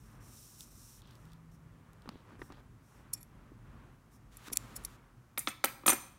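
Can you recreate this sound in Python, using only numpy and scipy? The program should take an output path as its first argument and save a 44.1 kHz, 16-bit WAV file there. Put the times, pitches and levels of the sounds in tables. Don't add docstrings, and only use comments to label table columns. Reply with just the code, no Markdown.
import sys
import numpy as np
from scipy import signal
from scipy.fft import rfft, irfft, next_fast_len
from scipy.io import wavfile
from scipy.ndimage import uniform_filter1d

SR = 44100
rng = np.random.default_rng(int(sys.argv[2]) if len(sys.argv) > 2 else 0)


def unload_wav(signal):
    wavfile.write(
        sys.argv[1],
        SR,
        np.round(np.clip(np.atleast_2d(signal).T, -1, 1) * 32767).astype(np.int16),
    )


N = 272934
TIME = np.arange(N) / SR
TAIL = TIME[:SR // 2]


# f/Hz, level/dB
AIR_COLOUR = [(12, -42.5), (20, -38.5), (43, 2.5), (81, -7.5), (120, 1.5), (168, -9), (234, -8),
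              (434, -19.5), (780, -22), (1120, -18), (3950, -37), (5680, -44), (7110, -43), (9670, -30.5),
              (16000, -42)]
# start/s, length/s, level/dB
SLEEVE_SWISHES = [(0, 0.4, -63.5), (.95, 0.51, -66.5), (1.45, 1.39, -67), (2.85, 0.4, -65.5),
                  (3.22, 0.4, -67), (3.58, 0.41, -62.5), (4.33, 0.31, -65.5), (4.54, 0.35, -58),
                  (4.76, 0.39, -65)]
# start/s, length/s, level/dB
THREAD_PULLS = [(-.06, .26, -71), (.2, 0.53, -60), (.32, 0.16, -71), (.58, 0.069, -61), (.705, 0.31, -60),
                (1.05, .3, -75), (1.51, 0.057, -73), (2.385, 0.12, -68.5), (2.82, 0.22, -74),
                (4.11, 0.07, -70.5)]
# f/Hz, level/dB
THREAD_HISS_COLOUR = [(1470, -52.5), (2500, -11.5), (3550, -11.5), (3770, -7), (4800, -9.5), (5560, 3),
                      (6600, -3), (9290, -1), (10500, -5.5), (15000, -6), (16000, -21)]
# t/s, level/dB, fade/s
FIBRE_SNAGS = [(0.6073, -50, 0.0012), (1.019, -64, 0.0017), (1.073, -70, 0.0027), (1.109, -68, 0.0027),
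               (1.154, -66, 0.002), (1.254, -69.5, 0.0012), (1.319, -68, 0.0018), (1.333, -64, 0.0012),
               (1.933, -69.5, 0.00091), (2.021, -68.5, .001), (2.091, -59.5, 0.00068), (2.5225, -70, .0012)]
# t/s, level/dB, brightness (low-pass)/Hz, t60/s
SPOOL_TAPS = [(0.607, -68, 12000, 0.061), (2.058, -52.5, 2000, 0.037), (2.0759, -48.5, 1490, 0.031),
              (2.0906, -44, 6500, 0.0082), (2.0922, -46.5, 600, 0.039), (2.155, -50, 600, 0.016),
              (2.393, -52, 2000, 0.096), (2.4173, -42, 2100, 0.027), (2.502, -49.5, 2010, 0.049),
              (2.522, -52.5, 5850, 0.026), (3.518, -53.5, 543, 0.016), (4.481, -49.5, 5130, 0.043),
              (4.5008, -51, 4000, 0.023), (4.517, -48, 607, 0.031), (4.538, -52.5, 2000, 0.011)]
# f/Hz, level/dB
TAP_COLOUR = [(40, 3.5), (130, -4), (280, 10), (650, -8.5), (1200, -1), (2500, -13.5), (6000, -14.5),
              (16000, -29.5)]
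# start/s, length/s, level/dB
SPOOL_RUBS = [(2.025, 0.15, -62.5), (2.25, .125, -60.5), (2.49, 0.069, -62), (2.57, 0.044, -56.5),
              (2.92, 0.14, -67)]
# start/s, length/s, level/dB
FIBRE_CRINKLES = [(.96, 0.23, -69.5), (1.23, 0.16, -77), (2.06, 0.18, -70.5), (2.49, 0.11, -73.5)]
# f/Hz, free t60/s, level blade on blade/dB, level shut scissors on table/dB
STEEL_MODES = [(1900, 0.09, -18.5, -12.5), (2420, .1, -13.5, -13.5), (3530, 0.12, -13.5, -21),
               (4506, 0.24, -9, -37), (5510, .2, -7, -19), (6135, 0.28, -15.5, -6.5),
               (7035, 0.28, -2.5, -4.5), (7720, .2, -3.5, -8.5), (8380, 0.13, -12, -7),
               (8640, 0.19, -25, 4.5), (8736, 0.18, -22, 4), (9140, .19, -6.5, -1.5),
               (9130, .14, -21.5, -8.5), (9760, 0.17, 3.5, -10), (9940, 0.26, -9, -2),
               (10020, .22, -26, -4), (10700, .15, -6, -4), (11320, .16, -5.5, -8.5),
               (11700, .14, -7.5, -8.5), (12450, 0.5, -16, -6), (13060, 0.13, -1.5, -18),
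               (13100, .1, -21, -28), (14560, .26, -21.5, -7.5), (14560, .14, -5.5, -4)]
# t/s, level/dB, build-up/s, fade/s, tilt/(dB/octave),
# most excited f/Hz, its lift/dB
BLADE_CLICKS = [(3.135, -32, 0.0015, 0.0019, 4, 9900, 2), (3.141, -45.5, 0.0013, 0.0064, 1.5, 5450, 17),
                (3.176, -59, 0.016, 0.019, -7.5, 7540, 8), (3.211, -57, .008, 0.015, -7.5, 11400, 23),
                (3.2291, -54, 0.000041, 0.001, 0.5, 11250, 5), (4.37, -51.5, 0.00055, 0.002, 3.5, 11130, 8),
                (4.532, -34, .0037, 0.0037, -1, 11500, 4.5), (4.559, -46, 0.0025, 0.0058, -2, 12500, 7.5),
                (4.571, -27, 0.00012, 0.00069, -1, 13500, 6), (4.764, -40, 0.0033, 0.0045, 1.5, 10330, 3),
                (4.838, -58, 0.0015, 0.0045, 4, 10000, 10), (4.8488, -37.5, 0.00026, 0.0035, 0, 6100, 15)]
# start/s, length/s, level at start/dB, level at end/dB
EDGE_STROKES = [(4.307, 0.22, -64.5, -65.5), (4.549, .425, -61.5, -64.5)]
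# f/Hz, level/dB
EDGE_COLOUR = [(500, -10), (1200, 5.5), (2300, -0.5), (4000, -2.5), (5200, -6.5), (7000, -6), (10000, -9),
               (16000, -14)]
# t/s, level/dB, contact hardness (low-pass)/Hz
TABLE_KNOCKS = [(5.3761, -36.5, 5000), (5.38, -45.5, 4000), (5.4733, -29.5, 5100), (5.483, -39.5, 2980),
                (5.641, -25, 4860), (5.656, -39, 2520), (5.835, -49.5, 790), (5.861, -30, 1910),
                (5.8787, -22.5, 5800), (5.894, -27.5, 3450), (5.901, -31, 3470), (5.921, -34.5, 1970),
                (5.929, -31.5, 2000)]
# f/Hz, t60/s, level/dB
TABLE_MODES = [(221, 0.12, -5.5), (290, 0.065, -1.5), (359.6, 0.067, -0.5), (541, 0.055, -2),
               (783, 0.062, -4), (923, 0.033, -1.5), (1300, 0.029, 5.5), (1398, 0.045, -6.5),
               (1706, 0.054, -19), (2114, 0.028, 1), (2534, 0.034, -1.5), (3110, 0.043, -5),
               (3630, 0.0088, -0.5)]
# f/Hz, level/dB
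WOOD_COLOUR = [(80, -46), (250, -0.5), (600, -6.5), (1300, 3), (3000, 1), (6000, -4.5), (16000, -4)]
# t/s, level/dB, build-up/s, fade/s, ring/dB, tilt/(dB/octave)
BLADE_CHATTER = [(5.38, -33.5, .0015, .004, -16, 16), (5.3907, -33.5, .0004, 0.0042, -5, 2),
                 (5.485, -38.5, .0087, 0.013, -22, -6), (5.6441, -26, .0014, 0.0028, -34, 6.5),
                 (5.655, -36, .0016, 0.0025, -24, 6), (5.864, -23.5, .0005, 0.011, -15, 2.5),
                 (5.881, -20.5, .0005, 0.012, -3, 0), (5.892, -25, .0015, 0.0044, 3, 10),
                 (5.9, -21, .0009, 0.0061, 4, -0.5), (5.931, -31.5, .0008, 0.0042, -14, 1)]
# f/Hz, level/dB
WALL_COLOUR = [(100, -7), (300, -8), (1000, -4.5), (2300, -5.5), (3600, -5.5), (5000, -1.5), (10000, -8),
               (16000, -6.5)]

RUMBLE_DB, AIR_DB, HISS_DB, ARM_RUMBLE_DB = -59, -69, -78.5, 3
HUM_HZ, HUM_DB, HUM_START_S, HUM_ATTACK_S, HUM_FADE_S = 162.4, -59, 1.15, 0.14, 1.0
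LOOSE_T60_S, FIRM_T60_S, GRIP_AT_S = 0.016, 0.007, 4.45
BITE_AT_S, BITE_DB, BITE_BUILD_S = 4.486, -48, 0.02
RING_SHARE = 0.48
NEAR_ROOM_DB = -14
TOP_HZ = 15800


def undb(db):
    return 10 ** (np.asarray(db) / 20)


def unit(x):
    return x / np.sqrt(np.sum(x ** 2) + 1e-18)


def add(out, at_s, x, level_db):
    start = int(at_s * SR)
    part = x[:N - start]
    out[start:start + len(part)] += part * undb(level_db) * np.sqrt(SR / 100)


def colour(x, points):
    hz, db = np.transpose(points)
    size = next_fast_len(2 * len(x))
    grid_hz = np.maximum(np.arange(size // 2 + 1) * SR / size, 1)
    curve_db = np.interp(np.log(grid_hz), np.log(hz), db)
    cepstrum = irfft(np.log(undb(curve_db)), size)
    cepstrum[1:size // 2] *= 2
    cepstrum[size // 2 + 1:] = 0
    return irfft(rfft(x, size) * np.exp(rfft(cepstrum)), size)[:len(x)]


def soften(x, hz):
    return signal.sosfilt(signal.butter(2, min(hz, SR / 2 - 1), fs=SR, output="sos"), x)


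def high_pass(x, hz):
    return signal.sosfilt(signal.butter(2, hz, "high", fs=SR, output="sos"), x)


def fade(t60_s):
    return np.exp(-np.log(1000) * TAIL / t60_s)


def burst(t60_s):
    return rng.standard_normal(len(TAIL)) * fade(t60_s)


def ring(hz, t60_s, db):
    total = np.zeros(len(TAIL))
    for k, (f, t60, level_db) in enumerate(zip(hz, t60_s, db)):
        mode = unit(np.sin(2 * np.pi * f * TAIL) * fade(t60))
        total += (-1) ** k * undb(level_db) * mode
    return unit(total)


def walk(rate_hz):
    knots = rng.standard_normal(int(N / SR * rate_hz) + 2)
    return np.interp(TIME * rate_hz, np.arange(len(knots)), knots)


def gestures(rows, power):
    gain = np.zeros(N)
    for start_s, length_s, level_db in rows:
        moving = (TIME > start_s) & (TIME < start_s + length_s)
        speed = np.abs(np.sin(np.pi * (TIME[moving] - start_s) / length_s))
        gain[moving] += undb(level_db) * speed ** power
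    return gain


def friction(gain, points, grain_db):
    grain = uniform_filter1d(rng.standard_normal(N), size=36) * 6
    slips = rng.standard_normal(N) * undb(grain_db * grain)
    return unit(colour(slips, points)) * np.sqrt(N) * gain


def scrape(build_s, fade_s):
    peak_s = 4 * build_s
    t = TAIL[:SR // 12] - peak_s
    envelope = np.exp(np.minimum(t / build_s, -t / fade_s))
    return rng.standard_normal(len(t)) * envelope, peak_s


def background(split_hz=330, waver_db=2.23, hum_drift_hz=0.85):
    low = soften(colour(rng.standard_normal(N), AIR_COLOUR), split_hz)
    air = high_pass(colour(rng.standard_normal(N), AIR_COLOUR), split_hz)
    arms = gestures(SLEEVE_SWISHES, power=0.81)
    low_gain = np.hypot(undb(RUMBLE_DB), undb(ARM_RUMBLE_DB) * arms)
    low = unit(low) * low_gain * undb(waver_db * walk(7.9))
    air = unit(soften(air, 4100)) * np.hypot(undb(AIR_DB), arms)
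    hiss = unit(colour(rng.standard_normal(N), [(2000, -1.5), (6000, 6), (16000, 0.0)])) * undb(HISS_DB)
    hum_phase = 2 * np.pi * np.cumsum(HUM_HZ + hum_drift_hz * walk(29)) / SR
    age_s = TIME - HUM_START_S
    swell = np.minimum(age_s / HUM_ATTACK_S, np.exp((HUM_ATTACK_S - age_s) / HUM_FADE_S))
    hum = unit(np.sin(hum_phase)) * np.clip(swell, 0, 1) * undb(HUM_DB + waver_db * walk(2.8))
    return np.sqrt(N) * (low + air + hiss + hum)


def thread():
    out = friction(gestures(THREAD_PULLS, power=0.44), THREAD_HISS_COLOUR, grain_db=1.5)
    snag_colour = [(1000, -22), (3500, 30.5), (9000, 21.0), (16000, 19.0)]
    for at_s, level_db, fade_s in FIBRE_SNAGS:
        force, peak_s = scrape(0.000269, fade_s)
        add(out, at_s - peak_s, unit(colour(force, snag_colour)), level_db)
    return out


def handling():
    rub_colour = [(100, -21.0), (280, 4.5), (600, -6.0), (1300, -5.0), (2800, -17.5),
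                  (5000, -26.0), (16000, -42.0)]
    out = friction(gestures(SPOOL_RUBS, power=0.46), rub_colour, grain_db=5.5)
    for at_s, level_db, bright_hz, t60_s in SPOOL_TAPS:
        tap = soften(colour(burst(t60_s), TAP_COLOUR), bright_hz)
        add(out, at_s, unit(tap), level_db)
    return out


def crackle(count=12000, centre_hz=3700, spread_octaves=0.3, fade_cycles=4, spread_db=5):
    out = np.zeros(N + SR)
    t = TAIL[:SR // 200]
    start = rng.integers(0, N, (count, 1))
    pitch = np.clip(rng.standard_normal((count, 1)), -2, 2)
    size = np.clip(rng.standard_normal((count, 1)), -2, 2)
    turns = centre_hz * 2 ** (spread_octaves * pitch) * t
    ticks = undb(spread_db * size) * np.sin(2 * np.pi * turns) * np.exp(-turns / fade_cycles)
    np.add.at(out, start + np.arange(len(t)), ticks)
    return unit(out[:N]) * np.sqrt(N) * gestures(FIBRE_CRINKLES, power=0.96)


def snips(focus_width_hz=380, crack_db=-6, crack_t60_s=0.0096, grip_slope=0.13):
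    out = np.zeros(N)
    hz, _, db, _ = np.transpose(STEEL_MODES)
    crack_colour = [(500, -26.0), (2000, -19.5), (6000, 24), (12000, -6.5), (16000, 20)]
    for at_s, level_db, build_s, fade_s, tilt_db, focus_hz, focus_db in BLADE_CLICKS:
        held_t60_s = LOOSE_T60_S if at_s < GRIP_AT_S else FIRM_T60_S
        t60_s = held_t60_s * (np.median(hz) / hz) ** grip_slope
        force, peak_s = scrape(build_s, fade_s)
        spot_db = focus_db * np.exp(-((hz - focus_hz) / focus_width_hz) ** 2)
        modes = ring(hz, t60_s, db + tilt_db * np.log2(hz) + spot_db)
        crack = unit(colour(burst(crack_t60_s), crack_colour))
        response = modes + undb(crack_db - focus_db / 2) * crack
        add(out, at_s - peak_s, unit(signal.fftconvolve(force, response)), level_db)
    return out


def edges(ramp_s=0.021, grain_db=1.5):
    gain = undb(BITE_DB) * np.exp(-np.abs(TIME - BITE_AT_S) / BITE_BUILD_S) * (TIME < BITE_AT_S)
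    for start_s, length_s, first_db, last_db in EDGE_STROKES:
        end_s = start_s + length_s
        touching = np.clip(np.minimum(TIME - start_s, end_s - TIME) / ramp_s, 0, 1)
        gain = gain + touching * undb(np.interp(TIME, [start_s, end_s], [first_db, last_db]))
    return friction(gain, EDGE_COLOUR, grain_db)


def knocks(dense_db=0, dense_t60_s=0.05, crack_db=-2, crack_t60_s=0.0092, scatter_db=2, shift=0.027):
    out = np.zeros(N)
    hz, t60_s, db = np.transpose(TABLE_MODES)
    crack_colour = [(300, -19), (1300, -3.5), (4000, -2.5), (16000, -16)]
    for at_s, level_db, hard_hz in TABLE_KNOCKS:
        loaded_hz = hz * (1 + shift * rng.standard_normal(len(hz)))
        modes = ring(loaded_hz, t60_s, db + scatter_db * rng.standard_normal(len(hz)))
        dense = unit(colour(burst(dense_t60_s), WOOD_COLOUR))
        crack = unit(colour(burst(crack_t60_s), crack_colour))
        response = modes + undb(dense_db) * dense + undb(crack_db) * crack
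        add(out, at_s, unit(soften(response, hard_hz)), level_db)
    return out


def chatter(contact_t60_s=0.01, crack_db=-6, crack_t60_s=0.0062, shift=0.0018, dense_db=-11,
            dense_t60_s=0.21):
    out = np.zeros(N)
    hz, free_t60_s, _, db = np.transpose(STEEL_MODES)
    crack_colour = [(500, -8), (3000, -19), (8000, 9), (16000, 22)]
    dense_colour = [(1000, -36), (5000, -10), (9000, -14), (12000, -1), (16000, -6)]
    for at_s, level_db, build_s, fade_s, ring_db, tilt_db in BLADE_CHATTER:
        force, peak_s = scrape(build_s, fade_s)
        tuned_hz = hz * (1 + shift * rng.standard_normal(len(hz)))
        struck_db = db + tilt_db * np.log2(hz)
        damped = ring(tuned_hz, np.full(len(hz), contact_t60_s), struck_db)
        free = ring(tuned_hz, RING_SHARE * free_t60_s, struck_db)
        crack = unit(colour(burst(crack_t60_s), crack_colour))
        dense = unit(colour(burst(dense_t60_s), dense_colour))
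        response = damped + undb(ring_db) * free + undb(crack_db) * crack + undb(dense_db) * dense
        add(out, at_s - peak_s, unit(signal.fftconvolve(force, response)), level_db)
    return out


def room(x, wet_db=-16, low_t60_s=0.59, high_t60_s=0.45, split_hz=3500, build_s=0.0078,
         echo_db=-20, echo_s=0.028, echo_t60_s=0.11):
    noise = soften(burst(low_t60_s), split_hz) + high_pass(burst(high_t60_s), split_hz)
    build_up = 1 - np.exp(-(TAIL / build_s) ** 2)
    tail = unit(colour(noise * build_up, WALL_COLOUR))
    echo_colour = [(200, -8), (1000, -11.5), (2300, -1.0), (3300, -9.5), (4500, -14), (16000, -13.5)]
    echo = unit(colour(burst(echo_t60_s), echo_colour))
    echo = np.interp(TAIL - echo_s, TAIL, echo, left=0)
    return signal.fftconvolve(x, undb(wet_db) * tail + undb(echo_db) * echo)[:N]


def scene():
    still = background()
    near = thread() + handling() + crackle() + snips() + edges()
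    far = knocks() + chatter()
    reverb = room(far + undb(NEAR_ROOM_DB) * near)
    return (still + near + far + reverb)[None]


def record(dry):
    return signal.sosfilt(signal.ellip(10, .2, 80, TOP_HZ, fs=SR, output="sos"), dry)


dry = scene()
out = record(dry)
unload_wav(out)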